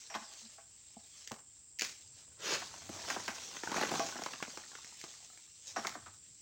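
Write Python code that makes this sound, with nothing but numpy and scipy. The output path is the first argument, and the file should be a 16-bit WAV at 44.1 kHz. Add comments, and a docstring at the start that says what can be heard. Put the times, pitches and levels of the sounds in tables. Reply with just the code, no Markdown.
"""An oil palm plantation, heard from one point: a harvester works a sickle on a long metal pole in a crown.
Noise bursts knock along the pole and resonators ring; short bright bursts are a stalk cracking and the
hard edge of blows. Dense noise contacts rasp as the blade cuts, and looser ones, through many small
resonances, make the frond crash in a rush of leaflets; decaying tones are bits pattering from the start
of the crash and after it. Filtered noise gives the steady shrill of insects and the soft stir of air."""
import sys
import numpy as np
from scipy import signal
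from scipy.fft import rfft, irfft
from scipy.io import wavfile
from scipy.ndimage import uniform_filter1d

SR = 44100
rng = np.random.default_rng(int(sys.argv[2]) if len(sys.argv) > 2 else 0)


def bounce(signal):
    """Save signal as a 16-bit WAV file at the path given by the first command-line argument."""
    frames = np.transpose(np.atleast_2d(signal))
    limited = np.clip(frames, -1, 1)
    pcm = np.round(limited * 32767).astype(np.int16)
    wavfile.write(sys.argv[1], SR, pcm)


N = 282681
TIME = np.arange(N) / SR

# Modes of the metal tube: pitch_hz, level_db, t60_s (when held loosely)
TUBE_MODES = [(459, -10.5, 0.21), (640, 0, 0.11), (677.4, 3.5, 0.21), (798, 3, 0.16), (1021, -9.5, 0.11),
              (1122, -3, 0.18), (1230, -15, 0.09), (1570, -9, 0.17), (2530, -14, 0.19)]


def from_db(db):
    """Decibels to gain."""
    return 10 ** (np.asarray(db) / 20)


def rms_one(x):
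    """Scale to unit power."""
    return x / np.sqrt(np.mean(x ** 2) + 1e-20)


def drift(rate_hz):
    """Slow random wander of spread 1, joining rate_hz random points a second with straight lines."""
    points = rng.standard_normal(2000)
    return rms_one(np.interp(TIME * rate_hz, np.arange(2000), points))


def swells(rows):
    """Summed power of smooth, bell-shaped movements."""
    return sum(from_db(db) ** 2 * np.exp(-((TIME - s) / half_s) ** 2) for s, db, half_s in rows)


def colour(x, spectrum, size=4096):
    """Causal (minimum-phase) filter with the given spectrum."""
    hz, db = np.transpose(spectrum)
    grid_hz = np.maximum(np.fft.rfftfreq(size, 1 / SR), 1)
    gain = from_db(np.interp(np.log(grid_hz), np.log(hz), db))
    cepstrum = irfft(np.log(gain))
    # folding the cepstrum onto positive times puts the energy as early as possible
    fold = 1 + np.sign(size / 2 - np.arange(size))
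    fold[0] = 1
    impulse = irfft(np.exp(rfft(cepstrum * fold)))
    return signal.fftconvolve(x, impulse)[:len(x)]


def ring(x, modes):
    """Resonators; a unit click at 0 dB sets each ringing with height 1."""
    out = np.zeros(N)
    for hz, db, t60 in modes:
        radius = from_db(-60 / (t60 * SR))
        angle = 2 * np.pi * hz / SR
        poles = [1, -2 * radius * np.cos(angle), radius * radius]
        out += from_db(db) * signal.lfilter([.5, 0, -.5], poles, x + 1e-18)
    return out


def resonate(x, hz, db, t60):
    """Lift a sound at a body's mode, which rings on after it."""
    quality = max(hz * t60 * np.pi / np.log(1000), 1)
    return x + from_db(db) * signal.lfilter(*signal.iirpeak(hz, quality, fs=SR), x)


def burst(t60, click, size=16384):
    """A first contact, a fast crunch and a faint aftermath."""
    t = np.arange(size) / SR
    aftermath = from_db(-17 - 60 * t / .16)
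    x = rng.standard_normal(size) * (from_db(-60 * t / t60) + aftermath)
    x[0] += click
    return x


def disperse(x, travel_s):
    """Bending waves travel with the root of frequency, so a blow arrives as a quick downward chirp."""
    hz = np.fft.rfftfreq(2 * len(x), 1 / SR)
    delay_s = travel_s * np.maximum(np.sqrt(1000 / np.maximum(hz, 60)) - .8, 0)
    phase = 2 * np.pi * np.cumsum(delay_s) * hz[1]
    return irfft(rfft(x, 2 * len(x)) * np.exp(-1j * phase))[:len(x)]


def add(out, s, db, sound, size=176):
    """Mix a sound in at time s with its loudest 4 ms at db."""
    i = int(s * SR)
    peak = np.sqrt(uniform_filter1d(sound ** 2, size, mode="constant").max())
    out[i:i + len(sound)] += (sound * from_db(db) / peak)[:N - i]


def grains(per_s, spread_db, smooth):
    """Random tiny contacts of uneven size over the blur of countless smaller ones."""
    sizes = from_db(spread_db * np.minimum(rng.exponential(1, N), 4)) * rng.choice([-1, 1], N)
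    contacts = rms_one(sizes * (rng.random(N) < per_s / SR))
    return rms_one(contacts + smooth * rng.standard_normal(N))


def rustle(spectrum, per_s, patchy_db, smooth, count=36, cycles=24):
    """Contacts ring many short resonances spread across the spectrum; the level of each band wanders by itself,
    so the sound is patchy."""
    contacts = [grains(per_s, spread_db=3.0, smooth=smooth) for _ in range(3)]
    out = np.zeros(N)
    for k, hz in enumerate(np.geomspace(spectrum[0][0], spectrum[-1][0], count)):
        band = rms_one(ring(contacts[k % len(contacts)], [(hz, 0, cycles / hz)]))
        # wider bands at higher pitches carry more power
        out += np.sqrt(hz) * band * from_db(patchy_db * drift(28))
    return rms_one(colour(out, spectrum))


def plantation(insect_db=-59, air_db=-75):
    """A shrill insect chorus over a soft stir of air, both as filtered noise with a slight wander in level."""
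    # Spectrum of the chorus: pitch_hz, gain_db
    insect_spectrum = [(3000, -30), (4200, -29), (5100, -18), (6500, -23), (7000, -12), (7450, 0.5),
                       (7900, -6), (8600, -10.5), (9100, -31.5), (14000, -79), (15200, -27.5)]
    # Spectrum of the stirring air: pitch_hz, gain_db
    air_spectrum = [(20, -24.5), (50, 8), (100, 10), (200, 0), (330, -1), (900, -23.5), (3000, -19),
                    (9000, -97)]
    chorus = rms_one(colour(rng.standard_normal(N), insect_spectrum))
    stir = rms_one(colour(rng.standard_normal(N), air_spectrum))
    return from_db(insect_db + 0.2 * drift(30)) * chorus + from_db(air_db + 0.49 * drift(5.5)) * stir


def settle(full_s, swell_s, hold_s, settling_s, damping):
    """Motion swells by 20 dB in swell_s up to full_s, holds, then dies fast at first and ever more slowly."""
    t = TIME - full_s
    swell = from_db(20 * np.minimum(t, 0) / swell_s)
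    return swell * (1 + np.maximum(t - hold_s, 0) / settling_s) ** -damping


def foliage_motion(brush_stalk_db=-10.5, bump_db=-8, bump_growth=1.38):
    """Strength of leaflets, stalks and the frond's mass; the powers of all brushes and shakes add up."""
    # The pole brushes past leaflets: middle_s, level_db (before the leaflet trim), half_length_s
    brushes = [(0.09, -59, 0.19), (0.37, -55, 0.077), (0.54, -59, 0.063), (0.86, -64.5, 0.14),
               (1.1, -63, 0.11), (1.21, -58.5, 0.062), (1.6, -70.5, 0.11), (2.19, -60.5, 0.034),
               (5.07, -57, 0.15), (5.70, -50.5, 0.038)]
    # A frond gives way, falls or lands, then settles: full_s (the motion reaches full strength, after
    # its swell), leaflet_db (before the trims), weight_db (stalks over leaflets; also steers the bumps),
    # swell_s, hold_s, settling_s
    shakes = [(1.824, -47, -2.5, 0.026, 0.0074, 0.27), (2.534, -45.5, 1.5, .1, 0.0084, 0.42),
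              (3.119, -44.5, 0, 0.32, 0.035, 0.045), (3.338, -48, -3.5, 0.96, 0.049, 3),
              (3.752, -45, 4, 0.12, 0.21, 0.88), (5.777, -53.5, 2, 0.047, .11, 0.24)]
    leaf_damping, stalk_damping, mass_damping = 3.2, 6.1, 4.9  # powers: heavy parts come to rest first
    leaf = swells(brushes)
    stalk, mass = leaf * from_db(brush_stalk_db) ** 2, 0
    for full_s, db, weight, *shape in shakes:
        mass_level_db = db + bump_db + bump_growth * weight
        leaf = leaf + (from_db(db) * settle(full_s, *shape, leaf_damping)) ** 2
        stalk = stalk + (from_db(db + weight) * settle(full_s, *shape, stalk_damping)) ** 2
        mass = mass + (from_db(mass_level_db) * settle(full_s, *shape, mass_damping)) ** 2
    return np.sqrt([leaf, stalk, mass])


def foliage(leaf_db=0.56, stalk_db=-2.5, mass_db=-5.0):
    """Leaflets brush, stalks clatter, and the weight of the frond bumps along beneath."""
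    # Spectra of leaflets, stalks and the frond's mass: pitch_hz, gain_db
    leaflet_spectrum = [(900, -26.5), (2000, -6.5), (3300, -1.5), (5000, 1.5), (6600, 4), (8000, -9),
                        (10000, -17.5), (13600, -35), (15000, -14.5)]
    stalk_spectrum = [(200, -13.5), (420, -2.5), (800, -0.5), (1600, -3), (2600, -8), (5000, -16)]
    mass_spectrum = [(50, -21.5), (120, -7.5), (200, -3), (420, -7.5), (800, -35), (2000, -43)]
    leaf, stalk, mass = foliage_motion()
    jerks = from_db(drift(45))
    leaves = leaf * from_db(leaf_db) * rustle(leaflet_spectrum, per_s=650, patchy_db=3.0, smooth=0.8)
    clatter = stalk * from_db(stalk_db) * rustle(stalk_spectrum, per_s=170, patchy_db=4.0, smooth=0.35)
    bumps = mass * from_db(mass_db) * rustle(mass_spectrum, per_s=140, patchy_db=4.5, smooth=0.45)
    return jerks * (leaves + clatter + bumps)


def pole_knocks(travel_s=0.00697, ring_db=2, ring_t60=0.032):
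    """Hollow knocks that have run the length of the pole; each has a note, and little sound far above it."""
    # Blows that run down the pole: start_s, level_db (loudest 4 ms),
    # bass_db and treble_db (offsets that shape the spectrum), t60_s (of the crunch), pitch_hz
    blows = [(0.1, -50, -18, -4, 0.43, 1630), (0.141, -40.5, -11.5, -6, 0.066, 2100),
             (0.149, -36.5, -11.5, -8, 0.084, 1040), (0.581, -60, -25, -8, 0.19, 1530),
             (1.31, -43.5, 2, -16, 0.063, 776), (2.618, -42.5, -20, -11, 0.05, 1120),
             (2.739, -47, -6.5, -3, 0.064, 960), (3.102, -34.5, -12, -10, 0.056, 1580),
             (3.162, -36.5, -5.5, -21, 0.037, 1000), (3.279, -35.5, -11, -7.5, 0.096, 1554),
             (5.762, -32.5, -5, -11, 0.11, 1214), (5.848, -35.5, -14, -24, .055, 1410),
             (5.869, -39, -18, -6.5, 0.09, 1270), (5.951, -40.5, -2, -15, 0.089, 1160),
             (6.061, -49, -12, -9, 0.11, 1240)]
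    out = np.zeros(N)
    for s, db, bass, treble, t60, hz in blows:
        low = [(70, bass - 18), (170, bass - 3), (230, bass + 8), (480, bass), (780, 0.0)]
        high = [(1.6 * hz, -4), (2.24 * hz, treble - 8), (6500, treble - 8), (9000, treble - 30)]
        struck = colour(burst(t60, click=4.2), sorted(low + high))
        blow = resonate(struck, hz, ring_db, ring_t60)
        add(out, s, db, disperse(blow, travel_s))
    return out


def pole_ring(grip_db_per_octave=35, rise_s=0.0012):
    """Hard blows leave the tube and the blade ringing; a firm grip damps the tube, its high modes most."""
    # Blows that set the pole ringing: start_s, tube_db, blade_db (both added to the mode levels),
    # freedom (factor on the tube's t60)
    hits = [(0.101, -65, -51.5, .9), (0.151, -49, -75, .7), (0.582, -57, -78, .6), (0.967, -50, -90, 0.25),
            (1.317, -60, -77, .5), (3.765, -46, -47.5, 0.82), (3.916, -39, -69, 0.47),
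            (3.999, -34.5, -46, 1), (5.040, -60, -66, 0.76), (5.767, -42.5, -46, 0.83)]
    # Modes of the sickle blade: pitch_hz, level_db, t60_s
    blade_modes = [(5440, -5, 0.36), (5700, 4.5, 0.13), (6940, -11, 0.28)]
    out, blade = np.zeros((2, N))
    t = np.arange(SR // 2) / SR
    for s, tube_db, blade_db, freedom in hits:
        i = int(s * SR)
        dull = grip_db_per_octave * max(1 - freedom, 0)
        tube = np.zeros(len(t))
        for k, (hz, db, t60) in enumerate(TUBE_MODES):
            octaves_up = max(np.log2(hz / 800), 0)
            level = from_db(db - dull * octaves_up - 60 * t / (t60 * freedom))
            tube += (-1) ** k * np.sin(2 * np.pi * hz * t) * level
        out[i:i + len(t)] += from_db(tube_db) * (tube * np.minimum(t / rise_s, 1))[:N - i]
        blade[i] = from_db(blade_db)
    return out + ring(blade, blade_modes)


def pole_slides():
    """The pole rubs along stalk stubs, and the friction makes the tube sing faintly."""
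    # Slides along the stubs: middle_s, level_db, half_length_s
    slides = [(0.125, -53, 0.014), (0.3, -64.5, 0.043), (2.97, -56.5, 0.053)]
    friction = grains(400, spread_db=3.0, smooth=0.45)
    return np.sqrt(swells(slides)) * rms_one(ring(friction, TUBE_MODES))


def pole_bending(bending_hz=225, bending_t60_s=0.053):
    """A soft jolt sets only the lowest mode of the pole going: a short, dull hum."""
    # Soft jolts through the hands: start_s, level_db (loudest 4 ms), push_s
    jolts = [(0.145, -52.5, 0.024), (0.208, -55.5, 0.017), (0.415, -58.5, 0.05), (0.966, -50.5, 0.0064),
             (1.312, -58, 0.017), (5.77, -51, 0.01)]
    out, t = np.zeros(N), np.arange(8192) / SR
    for s, db, push_s in jolts:
        decay = from_db(-60 * np.maximum(t - push_s, 0) / bending_t60_s)
        envelope = np.minimum(t / push_s, 1) * decay
        add(out, s, db, envelope * np.sin(2 * np.pi * bending_hz * t))
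    return out


def cracks(t60=0.0092, ring_hz=2150, ring_db=4, ring_t60=0.058):
    """Sharp bright contacts with a brief ring: snaps, and the hard edge of knocks and stalk blows."""
    # Snaps and hard edges: start_s, level_db (loudest 4 ms), body_db (offset of the low spectrum)
    contacts = [(0.337, -48.5, -18), (1.275, -41.5, -19), (1.3176, -38.5, 5.5), (1.7882, -44, -32),
                (1.7945, -33, -36), (1.798, -39, -26), (1.8104, -32, -27), (1.8201, -29, -13),
                (1.8488, -37, -9), (3.102, -34.5, -10), (3.28, -38, -2), (3.996, -31, 3.5), (4.088, -42, 2),
                (4.237, -38, -9), (4.426, -36.5, 1.5), (4.574, -42, 2.5), (4.846, -47.5, -6),
                (5.014, -45.5, -17), (5.040, -42.5, 3), (5.375, -54, -9), (5.870, -33.5, -15)]
    # Upper spectrum of a contact: pitch_hz, gain_db
    bright_spectrum = [(1900, 0), (3500, -8), (5000, -2), (6800, 0), (8200, -16.5), (13500, -31),
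                       (15000, -15.5)]
    out = np.zeros(N)
    for s, db, body in contacts:
        spectrum = [(60, body - 14), (220, body + 4), (1100, body)] + list(bright_spectrum)
        contact = colour(burst(t60, click=2.5), spectrum)
        add(out, s, db, resonate(contact, ring_hz, ring_db, ring_t60))
    return out


def handling(hz=95, swing_db=3):
    """Soft, uneven low bumps from the moving microphone: noise through one low resonance."""
    # The microphone is carried along: middle_s, level_db (before the uneven swing), half_length_s
    carries = [(2.1, -72.5, 0.15), (2.9, -66.5, 0.46), (6.0, -68.5, 0.24)]
    level = np.sqrt(swells(carries)) * from_db(swing_db * drift(10))
    return level * rms_one(ring(rng.standard_normal(N), [(hz, 0, .07)]))


def cut(start_s=2.3793, build_s=0.14, hold_s=0.032, t60_s=0.12, pull_db=-34, curve=1.3):
    """The blade tears through thousands of fibres in one pull, which builds, holds and lets go."""
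    # Spectrum of the rasping blade: pitch_hz, gain_db
    rasp_spectrum = [(60, -24), (170, -6), (280, -10), (370, 7), (560, 5.5), (800, -4.5), (1150, 0.5),
                     (2600, 1.5), (4000, -1.5), (6600, 1.5), (8000, -15.5), (13500, -30.5), (15000, -21)]
    t = TIME - start_s
    release = from_db(-60 * np.maximum(t - build_s - hold_s, 0) / t60_s)
    force = from_db(pull_db) * np.clip(t / build_s, 0, 1) ** curve * release
    return force * rustle(rasp_spectrum, per_s=6500, patchy_db=1.8, smooth=0.74)


def thuds(t60=0.023, travel_s=0.00199, ring_db=2, ring_t60=0.03, bass_db_per_octave=9):
    """Short woody impacts, each with the brief note of its stalk; heavy stalks are lower and duller."""
    # Stalks striking each other and the ground: start_s, level_db (loudest 4 ms), pitch_hz
    impacts = [(2.892, -41, 336), (3.199, -43.5, 900), (3.567, -41.5, 1540), (3.635, -35.5, 950),
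               (3.686, -45, 450), (3.717, -34.5, 890), (3.743, -34.5, 1090), (3.761, -34, 700),
               (3.767, -36.5, 1420), (3.781, -34, 790), (3.8125, -30, 800), (3.826, -31.5, 1200),
               (3.8335, -28.5, 850), (3.889, -42, 990), (3.909, -41, 277), (3.916, -35, 560),
               (3.938, -34, 740), (4.047, -46, 330), (4.156, -42.5, 680), (4.193, -41.5, 350),
               (4.219, -38.5, 690), (4.261, -34, 1000), (4.335, -40.5, 1170), (4.426, -34.5, 1440),
               (4.478, -47, 450), (4.573, -45.5, 850), (4.752, -44.5, 1430)]
    out = np.zeros(N)
    for s, db, hz in impacts:
        heavy = np.log2(750 / hz)  # octaves below a middling stalk
        bass = bass_db_per_octave * min(heavy, .5)
        low = [(70, bass - 22), (230, bass + 5), (hz, 0)]
        high = [(2.4 * hz, -3), (2.54 * hz, -11), (6500, -16 - 6 * heavy), (9000, -32)]
        struck = colour(burst(t60, click=3.6), sorted(low + high))
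        blow = resonate(struck, hz, ring_db, ring_t60)
        add(out, s, db, disperse(blow, travel_s))
    return out


def patter(count=3, start_s=3.65, per_s=24, length_s=1.85):
    """From the start of the crash, bits tap at random, ever more weakly; each rings at a few own pitches."""
    first_db, fade_db_per_s, spread_db = -42, 16.5, 9
    low_hz, high_hz, cycles = 694, 1964, 51  # each pitch falls 60 dB in this many cycles
    out, t = np.zeros(N), np.arange(4096) / SR
    for when, size, *pitches in rng.random((int(per_s * length_s), 2 + count)):
        age = when * length_s
        modes_hz = low_hz * (high_hz / low_hz) ** np.array(pitches)
        tap = sum(np.sin(2 * np.pi * hz * t) * from_db(-60 * t * hz / cycles) for hz in modes_hz)
        level_db = first_db - fade_db_per_s * age + spread_db * (2 * size - 1)
        add(out, start_s + age, level_db, tap)
    return out


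def grove(x, t60=0.27, wet_db=-18, count=60):
    """Weak echoes, thin in the bass, scatter back from the trunks."""
    delays_s = rng.uniform(0.0075, 0.22, count)
    echoes = np.zeros(SR)
    echoes[(delays_s * SR).astype(int)] = rng.standard_normal(count) * from_db(-60 * delays_s / t60)
    wet = signal.fftconvolve(x, echoes / np.linalg.norm(echoes))[:N]
    return x + from_db(wet_db) * colour(wet, [(100, -5.5), (1500, 11.0), (8000, 10.5)])


def scene():
    """All is heard from one point, alike in both ears; only the work of pole, blade and stalks echoes."""
    pole = pole_knocks() + pole_ring() + pole_slides() + pole_bending()
    work = pole + cracks() + cut() + thuds() + patter()
    mono = grove(work) + foliage() + plantation() + handling()
    return np.tile(mono, (2, 1))


def record(dry):
    """A small microphone loses the deep bass; the top is cut steeply."""
    bass_cut = signal.butter(2, 35, "high", fs=SR, output="sos")
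    top_cut = signal.ellip(10, .1, 80, 15900, fs=SR, output="sos")
    return signal.sosfilt(top_cut, signal.sosfilt(bass_cut, dry))


dry = scene()
out = record(dry)
bounce(out)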